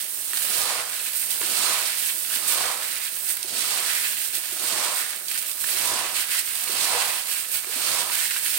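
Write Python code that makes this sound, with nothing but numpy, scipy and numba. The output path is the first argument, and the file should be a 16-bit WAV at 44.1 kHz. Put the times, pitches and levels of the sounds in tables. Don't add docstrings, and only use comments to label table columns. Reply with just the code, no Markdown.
import sys
import numpy as np
from scipy import signal
from scipy.fft import rfft, irfft, next_fast_len
from scipy.io import wavfile
from numba import njit

SR = 44100
rng = np.random.default_rng(int(sys.argv[2]) if len(sys.argv) > 2 else 0)


def waveform_to_disk(signal):
    frames = np.transpose(np.atleast_2d(signal))
    scaled = np.clip(frames, -1, 1) * 32767
    samples = np.round(scaled).astype(np.int16)
    wavfile.write(sys.argv[1], SR, samples)


N = 378730
TIME = np.arange(N) / SR
FFT_SIZE = next_fast_len(N + SR // 2, real=True)
BIN_HZ = np.maximum(np.arange(FFT_SIZE // 2 + 1) * SR / FFT_SIZE, 1)

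# t/s, length/s, rub level/dB, crunch level/dB, air gap f/Hz
PUSHES = [(0.0, .02, -33.5, -39.5, 2800), (0.092, 0.12, -36, -54.5, 2970),
          (0.243, 0.073, -35.5, -50.5, 2920), (0.345, .27, -30, -40.5, 2750), (0.7, 0.098, -47, -40, 2300),
          (0.923, 0.17, -36.5, -40.5, 2640), (1.158, 0.082, -30, -42, 2430),
          (1.309, 0.036, -30.5, -42, 2800), (1.41, 0.28, -32.5, -39, 2840), (1.734, .21, -35.5, -36, 2160),
          (1.988, .11, -30, -38.5, 2590), (2.15, 0.21, -33.5, -47, 2630), (2.327, .05, -32.5, -39, 2700),
          (2.48, .05, -27.5, -35.5, 2740), (2.587, 0.15, -37.5, -40, 2360), (2.833, .13, -36, -39, 2130),
          (3.027, .04, -36, -37.5, 2280), (3.137, 0.12, -35, -48, 2710), (3.29, 0.017, -27.5, -39, 2150),
          (3.57, 0.27, -36, -39, 2700), (3.866, .06, -34.5, -33.5, 1910), (3.954, .17, -31.5, -36.5, 2120),
          (4.188, .07, -32, -38.5, 2830), (4.347, 0.019, -31, -37, 2740), (4.455, 0.089, -36.5, -43, 2620),
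          (4.638, 0.048, -32.5, -41.5, 1920), (4.77, .16, -40.5, -41, 2000),
          (4.973, 0.04, -32.5, -36, 1900), (5.048, 0.09, -46.5, -41.5, 1820), (5.306, .1, -35, -40, 2770),
          (5.479, 0.03, -33.5, -43.5, 2740), (5.61, 0.013, -30, -42.5, 2490),
          (5.687, 0.03, -28.5, -35, 2220), (5.772, 0.11, -32, -36, 2270), (5.97, .13, -45, -38, 2300),
          (6.169, .045, -32, -32.5, 2440), (6.314, 0.071, -31.5, -32.5, 1980),
          (6.464, 0.15, -34, -40.5, 2400), (6.678, .21, -34.5, -38.5, 2480), (6.934, .09, -39.5, -33, 2430),
          (7.041, 0.15, -34.5, -37, 2340), (7.291, 0.11, -32, -37.5, 2580),
          (7.53, 0.039, -29.5, -36.5, 2440), (7.717, 0.3, -35, -40.5, 2470), (8.127, .13, -31, -33.5, 2080),
          (8.3, .08, -33.5, -36.5, 1970), (8.439, 0.19, -30, -36.5, 2410)]
# spill t/s, landing t/s, landing length/s, patter/dB, drumming/dB, boom/dB, hollow f/Hz
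HANDFULS = [(0.582, 0.708, .1, -32.5, -35, -58.5, 1080), (1.572, 1.695, 0.027, -30, -33, -58.5, 1060),
            (2.507, 2.642, 0.057, -33, -34, -58, 1040), (3.597, 3.765, .08, -33, -38.5, -65.5, 1080),
            (4.691, 4.837, .05, -32.5, -33.5, -58.5, 1020), (5.818, 5.966, .14, -33, -36, -55, 950),
            (6.805, 6.968, 0.035, -31.5, -30.5, -57, 840), (7.86, 7.962, 0.062, -31.5, -36, -59, 990)]
# f/Hz, level/dB
RUB_SPECTRUM = [(1500, -19.5), (4000, -8.5), (6500, -3), (8500, 0.5), (11500, 3), (15800, 2.5)]
CRUNCH_SPECTRUM = [(450, -28), (1150, -14), (1600, -1.5), (2700, -6), (4200, -7), (7000, -15), (15000, -23)]
PATTER_SPECTRUM = [(600, -28), (2000, -6), (4300, 0), (7000, -2), (9000, -2.5), (12000, -7.5),
                   (15800, -18.5)]


def from_db(db):
    return 10 ** (np.asarray(db) / 20)


def unit_rms(x):
    return x / np.sqrt(np.mean(x.mean(axis=0) ** 2) + 1e-20)


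def curve_db(points):
    hz, db = np.transpose(points)
    return np.interp(np.log(BIN_HZ), np.log(hz), db)


def coloured(x, response_db):
    cepstrum = irfft(np.log(from_db(response_db)), FFT_SIZE)
    cepstrum[1:FFT_SIZE // 2] *= 2
    cepstrum[FFT_SIZE // 2 + 1:] = 0
    return irfft(rfft(x, FFT_SIZE) * np.exp(rfft(cepstrum)), FFT_SIZE)[..., :N]


@njit
def resonance(x, hz, q):
    out = np.zeros_like(x)
    for c in range(len(x)):
        low = band = 0.
        for i in range(x.shape[1]):
            step = 2 * np.sin(np.pi * hz[i] / SR)
            low += step * band
            band += step * (x[c, i] - low - band / q)
            out[c, i] = band / q
    return out


def swells(starts, ends, levels_db, rise_db_per_s, fall_db_per_s, rest_db):
    t = TIME[::64, None]
    db = levels_db - rise_db_per_s * np.maximum(starts - t, 0) - fall_db_per_s * np.maximum(t - ends, 0)
    power = np.sum(from_db(db) ** 2, axis=1) + from_db(rest_db) ** 2
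    return np.interp(TIME, t[:, 0], 10 * np.log10(power))


def bursts(starts, levels_db, t60s, rise_s):
    out, t = np.zeros(N), np.arange(SR // 4) / SR
    for start, db, t60 in zip(starts, levels_db, t60s):
        i = round(start * SR)
        shape = (1 - np.exp(-t / rise_s)) * from_db(db - 60 * t / t60)
        out[i:i + len(t)] += shape[:N - i]
    return out


def avalanches(per_s):
    starts = rng.random(N) < per_s / SR
    activity = signal.lfilter([1], [1, -np.exp(-per_s / SR)], starts + 1e-18)
    return np.minimum((activity - activity.mean()) / activity.std(), 3)


def contacts(per_s, spread_db, clump_db, clumps_per_s, pan_db, lag_s):
    at = np.flatnonzero(rng.random(N) < per_s / SR)
    size = from_db(spread_db * np.minimum(rng.exponential(1, N), 4)) * rng.choice([-1, 1], N)
    size = (size * from_db(clump_db * avalanches(clumps_per_s)))[at]
    lag = np.round(rng.standard_normal(N)[at] * lag_s * SR).astype(int)
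    pan = pan_db * rng.uniform(-0.98, 1, N)[at]
    left = np.bincount(np.clip(at + lag, 0, N - 1), size * from_db(pan), N)
    right = np.bincount(at, size * from_db(-pan), N)
    return np.array([left, right])


def grains(level_db, spectrum, per_s, **texture):
    flow = from_db(level_db - np.mean(level_db))
    rate = np.clip(per_s * flow, 30, SR / 2)
    clicks = contacts(rate, **texture) / np.sqrt(rate)
    return from_db(level_db) * unit_rms(coloured(clicks, curve_db(spectrum)))


def push_levels():
    start, length, rub_db, crunch_db, _ = np.transpose(PUSHES)
    slopes = dict(rise_db_per_s=285.5, fall_db_per_s=195)
    return (swells(start, start + length, rub_db, rest_db=-38, **slopes),
            swells(start, start + length, crunch_db, rest_db=-53.5, **slopes))


def digging(rub_db, crunch_db):
    rub = grains(rub_db + 2, RUB_SPECTRUM, per_s=14000,
                 spread_db=4, clump_db=0.7, clumps_per_s=140, pan_db=1.5, lag_s=.0003)
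    crunch = grains(crunch_db - 5.5, CRUNCH_SPECTRUM, per_s=5500,
                    spread_db=3, clump_db=2.35, clumps_per_s=110, pan_db=6.5, lag_s=.00013)
    start, length, _, _, gap_hz = np.transpose(PUSHES)
    gliding_hz = np.interp(TIME, start + length / 2, gap_hz)
    return rub + crunch + from_db(1.5) * resonance(crunch, gliding_hz, q=2.2)


def taps():
    # t/s, level/dB, f/Hz, t60/s
    hits = [(0.334, -17.5, 1910, 0.021), (1.416, -18, 1020, 0.018), (1.43, -21, 1860, 0.018),
            (2.31, -25, 1560, 0.032), (4.5, -33, 2250, 0.018), (5.642, -18.5, 1800, 0.027),
            (6.286, -26, 2080, 0.018), (6.352, -20, 1810, 0.024), (6.939, -19, 960, 0.02),
            (7.645, -26, 2390, 0.026), (8.099, -19, 970, 0.026), (8.364, -17, 1650, 0.037)]
    # f/Hz, level/dB
    click_spectrum = [(200, -44), (700, -6), (1300, 9), (2200, 8), (4500, 0), (9000, -31)]
    clicks, rings, t = np.zeros(N), np.zeros(N), np.arange(SR // 10) / SR
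    for start, db, hz, t60 in hits:
        i = round(start * SR)
        clicks[i] = from_db(db)
        ring = from_db(db - 60 * t / t60) * np.sin(2 * np.pi * hz * t)
        rings[i:i + len(t)] += ring[:N - i]
    return from_db(11.5) * coloured(clicks, curve_db(click_spectrum)) + from_db(-9) * rings


def slips():
    # t/s, patter and rub level/dB, crunch level/dB, t60/s
    collapses = [(0.3711, -5, -30, 0.035), (1.1334, -12, -31, 0.05), (1.1648, -10, -40, 0.034),
                 (1.3046, -5, -44, 0.053), (2.351, -5.5, -47, 0.086), (3.3675, -18, -28.5, 0.045),
                 (3.4256, -10.5, -46, 0.028), (4.1672, -18, -25.5, 0.043), (4.3415, -13, -41, 0.03),
                 (4.3514, -8, -40, 0.03), (5.2825, -8.5, -42, 0.03), (5.3137, -9, -26.5, 0.031),
                 (5.3758, -10, -27, 0.057), (5.5144, -9, -47, 0.031), (5.642, -11, -30, 0.046),
                 (6.1544, -9, -32, 0.03), (6.2854, -12, -34, 0.03), (6.3904, 2.5, -33, 0.027),
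                 (6.552, -6.5, -29, 0.04), (6.6364, -8, -41, 0.025), (8.2384, -12, -32, 0.025),
                 (8.481, -17, -25, 0.019)]
    start, slip_db, crunch_db, t60 = np.transpose(collapses)
    layers = (CRUNCH_SPECTRUM, crunch_db - .5), (PATTER_SPECTRUM, slip_db - 19), (RUB_SPECTRUM, slip_db - 14)
    out = np.zeros((2, N))
    for spectrum, db in layers:
        volley = contacts(14000, spread_db=0.5, clump_db=5, clumps_per_s=458, pan_db=3.5, lag_s=.0002)
        out += bursts(start, db, t60, rise_s=.0008) * unit_rms(coloured(volley, curve_db(spectrum)))
    return out


def knocks():
    # t/s, level/dB, f/Hz, t60/s
    blows = [(0.444, -40, 549, 0.045), (1.41, -28.5, 431, 0.038), (1.43, -33, 345, 0.045),
             (2.359, -40, 258, 0.06), (3.446, -35, 380, 0.049), (4.524, -30, 362, 0.023),
             (4.605, -45, 342, 0.036), (6.042, -33, 437, 0.045), (6.694, -29, 388, 0.038),
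             (6.945, -24.5, 485, 0.079), (7.669, -33, 394, 0.034), (7.693, -32, 452, 0.045),
             (7.759, -33, 262, 0.061)]
    out = np.zeros(N)
    for start, db, hz, t60 in blows:
        out += bursts([start], [db - 2], [t60], rise_s=.0022) * np.sin(2 * np.pi * hz * (TIME - start))
    return out


def shifting_weight():
    # f/Hz, level/dB
    boom_spectrum = [(30, -24), (60, -12), (88, 12), (112, 8.5), (150, -8), (400, -27.5)]
    rumble_spectrum = [(60, -18.5), (130, -10), (220, -3.5), (390, -4), (650, -2.5), (2000, -35)]
    spill, land, _, _, _, weight_db, _ = np.transpose(HANDFULS)
    press = spill - 0.068
    boom_db = swells(spill, land, weight_db, rise_db_per_s=59, fall_db_per_s=60, rest_db=-70.5)
    rumble_db = swells(press, land, levels_db=-50, rise_db_per_s=108, fall_db_per_s=59, rest_db=-62.5)
    boom = grains(boom_db, boom_spectrum, per_s=1500,
                  spread_db=0.5, clump_db=1.5, clumps_per_s=30, pan_db=0.3, lag_s=.0001)
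    rumble = grains(rumble_db, rumble_spectrum, per_s=1200,
                    spread_db=4.5, clump_db=2, clumps_per_s=36, pan_db=2.5, lag_s=.0001)
    return boom + rumble


def pattering(crunch_db):
    spill, land, _, patter_db, _, _, _ = np.transpose(HANDFULS)
    falling_db = swells(spill, land, patter_db, rise_db_per_s=64.5, fall_db_per_s=48, rest_db=-52.5)
    shaken_db = crunch_db - 2
    loose_db = 20 * np.log10(np.hypot(from_db(falling_db), from_db(shaken_db)))
    return grains(loose_db + 0.98, PATTER_SPECTRUM, per_s=13000,
                  spread_db=2.2, clump_db=1.2, clumps_per_s=110, pan_db=6.5, lag_s=.0003)


def drumming():
    # f/Hz, level/dB
    drum_spectrum = [(120, -40), (330, -17), (500, 1.5), (950, -0.5), (1300, 2), (2200, 1), (6000, -41)]
    _, land, length, _, drum_db, _, hollow_hz = np.transpose(HANDFULS)
    landing_db = swells(land - length / 2, land + length / 2, drum_db,
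                        rise_db_per_s=58.5, fall_db_per_s=62.5, rest_db=-54.5)
    drum = grains(landing_db - 4.5, drum_spectrum, per_s=1600,
                  spread_db=2, clump_db=-0.1, clumps_per_s=82, pan_db=4, lag_s=.00008)
    nearest = np.searchsorted((land[:-1] + land[1:]) / 2, TIME)
    octaves_up = np.minimum(1.53 * abs(TIME - land[nearest]), .5)
    return drum + from_db(1.5) * resonance(drum, hollow_hz[nearest] * 2 ** octaves_up, q=3.2)


def basin_body(x):
    # f/Hz, width/Hz, level/dB
    modes = [(103, 48, 2), (253, 110, 0.5), (361, 85, 6), (487.5, 12.3, 7.5), (563, 19, -13), (638, 96, 6),
             (750, 12, 2.5), (839, 45, 4.5), (895, 32, -3.5), (1026, 220, 4.5), (2710, 240, 2)]
    body_db = sum(db / (1 + (2 * (BIN_HZ - hz) / width) ** 2) for hz, width, db in modes)
    bass_cut = signal.butter(4, 106, "high", fs=SR, output="sos")
    return signal.sosfilt(bass_cut, coloured(x, body_db - 1))


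def room_reflections(x, t60_s=0.29, gap_s=.003):
    t = np.arange(SR // 3) / SR
    echoes = rng.standard_normal((2, len(t))) * from_db(-60 * t / t60_s) * (t > gap_s)
    echoes /= np.sqrt(np.sum(echoes ** 2, axis=1, keepdims=True))
    reflected = signal.fftconvolve(x, echoes, axes=1)[:, :N]
    return coloured(reflected, curve_db([(100, -40), (600, 8.5), (3000, 3.5), (15000, -5)]))


def room_tone():
    spectrum_db = curve_db([(20, -8), (70, -2), (200, -1.5), (600, -3), (3000, -30), (15000, -34)])
    return unit_rms(coloured(rng.standard_normal((1, N)), spectrum_db))


def scene():
    rub_db, crunch_db = push_levels()
    heap = digging(rub_db, crunch_db) + pattering(crunch_db) + drumming() + slips()
    direct = basin_body(heap + taps() + knocks() + shifting_weight())
    return direct + from_db(-11.5) * room_reflections(direct) + from_db(-66) * room_tone()


def record(dry):
    # f/Hz, level/dB
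    left_port = [(100, 0.1), (260, 0.6), (420, -2.3), (800, 2.3), (1050, -1.2), (1700, 1.5), (3000, 0.5),
                 (4500, -3.4), (6300, -7.2), (7400, -6.8), (8700, -6.2), (10000, -5.1), (13300, -1.1),
                 (15600, -7.8)]
    right_port = [(100, -0.1), (260, 0.2), (420, 2.7), (800, -0.2), (1050, 2.5), (1700, 2.1), (3000, 4.8),
                  (4500, 6.1), (6300, 3.2), (7400, 5.6), (8700, 11.7), (10000, 5.8), (13300, 2.7),
                  (15600, 5.2)]
    ports = np.array([coloured(x, curve_db(port)) for x, port in zip(dry, (left_port, right_port))])
    top_cut = signal.ellip(14, .2, 75, 15850, fs=SR, output="sos")
    return signal.sosfilt(top_cut, ports)


dry = scene()
out = record(dry)
waveform_to_disk(out)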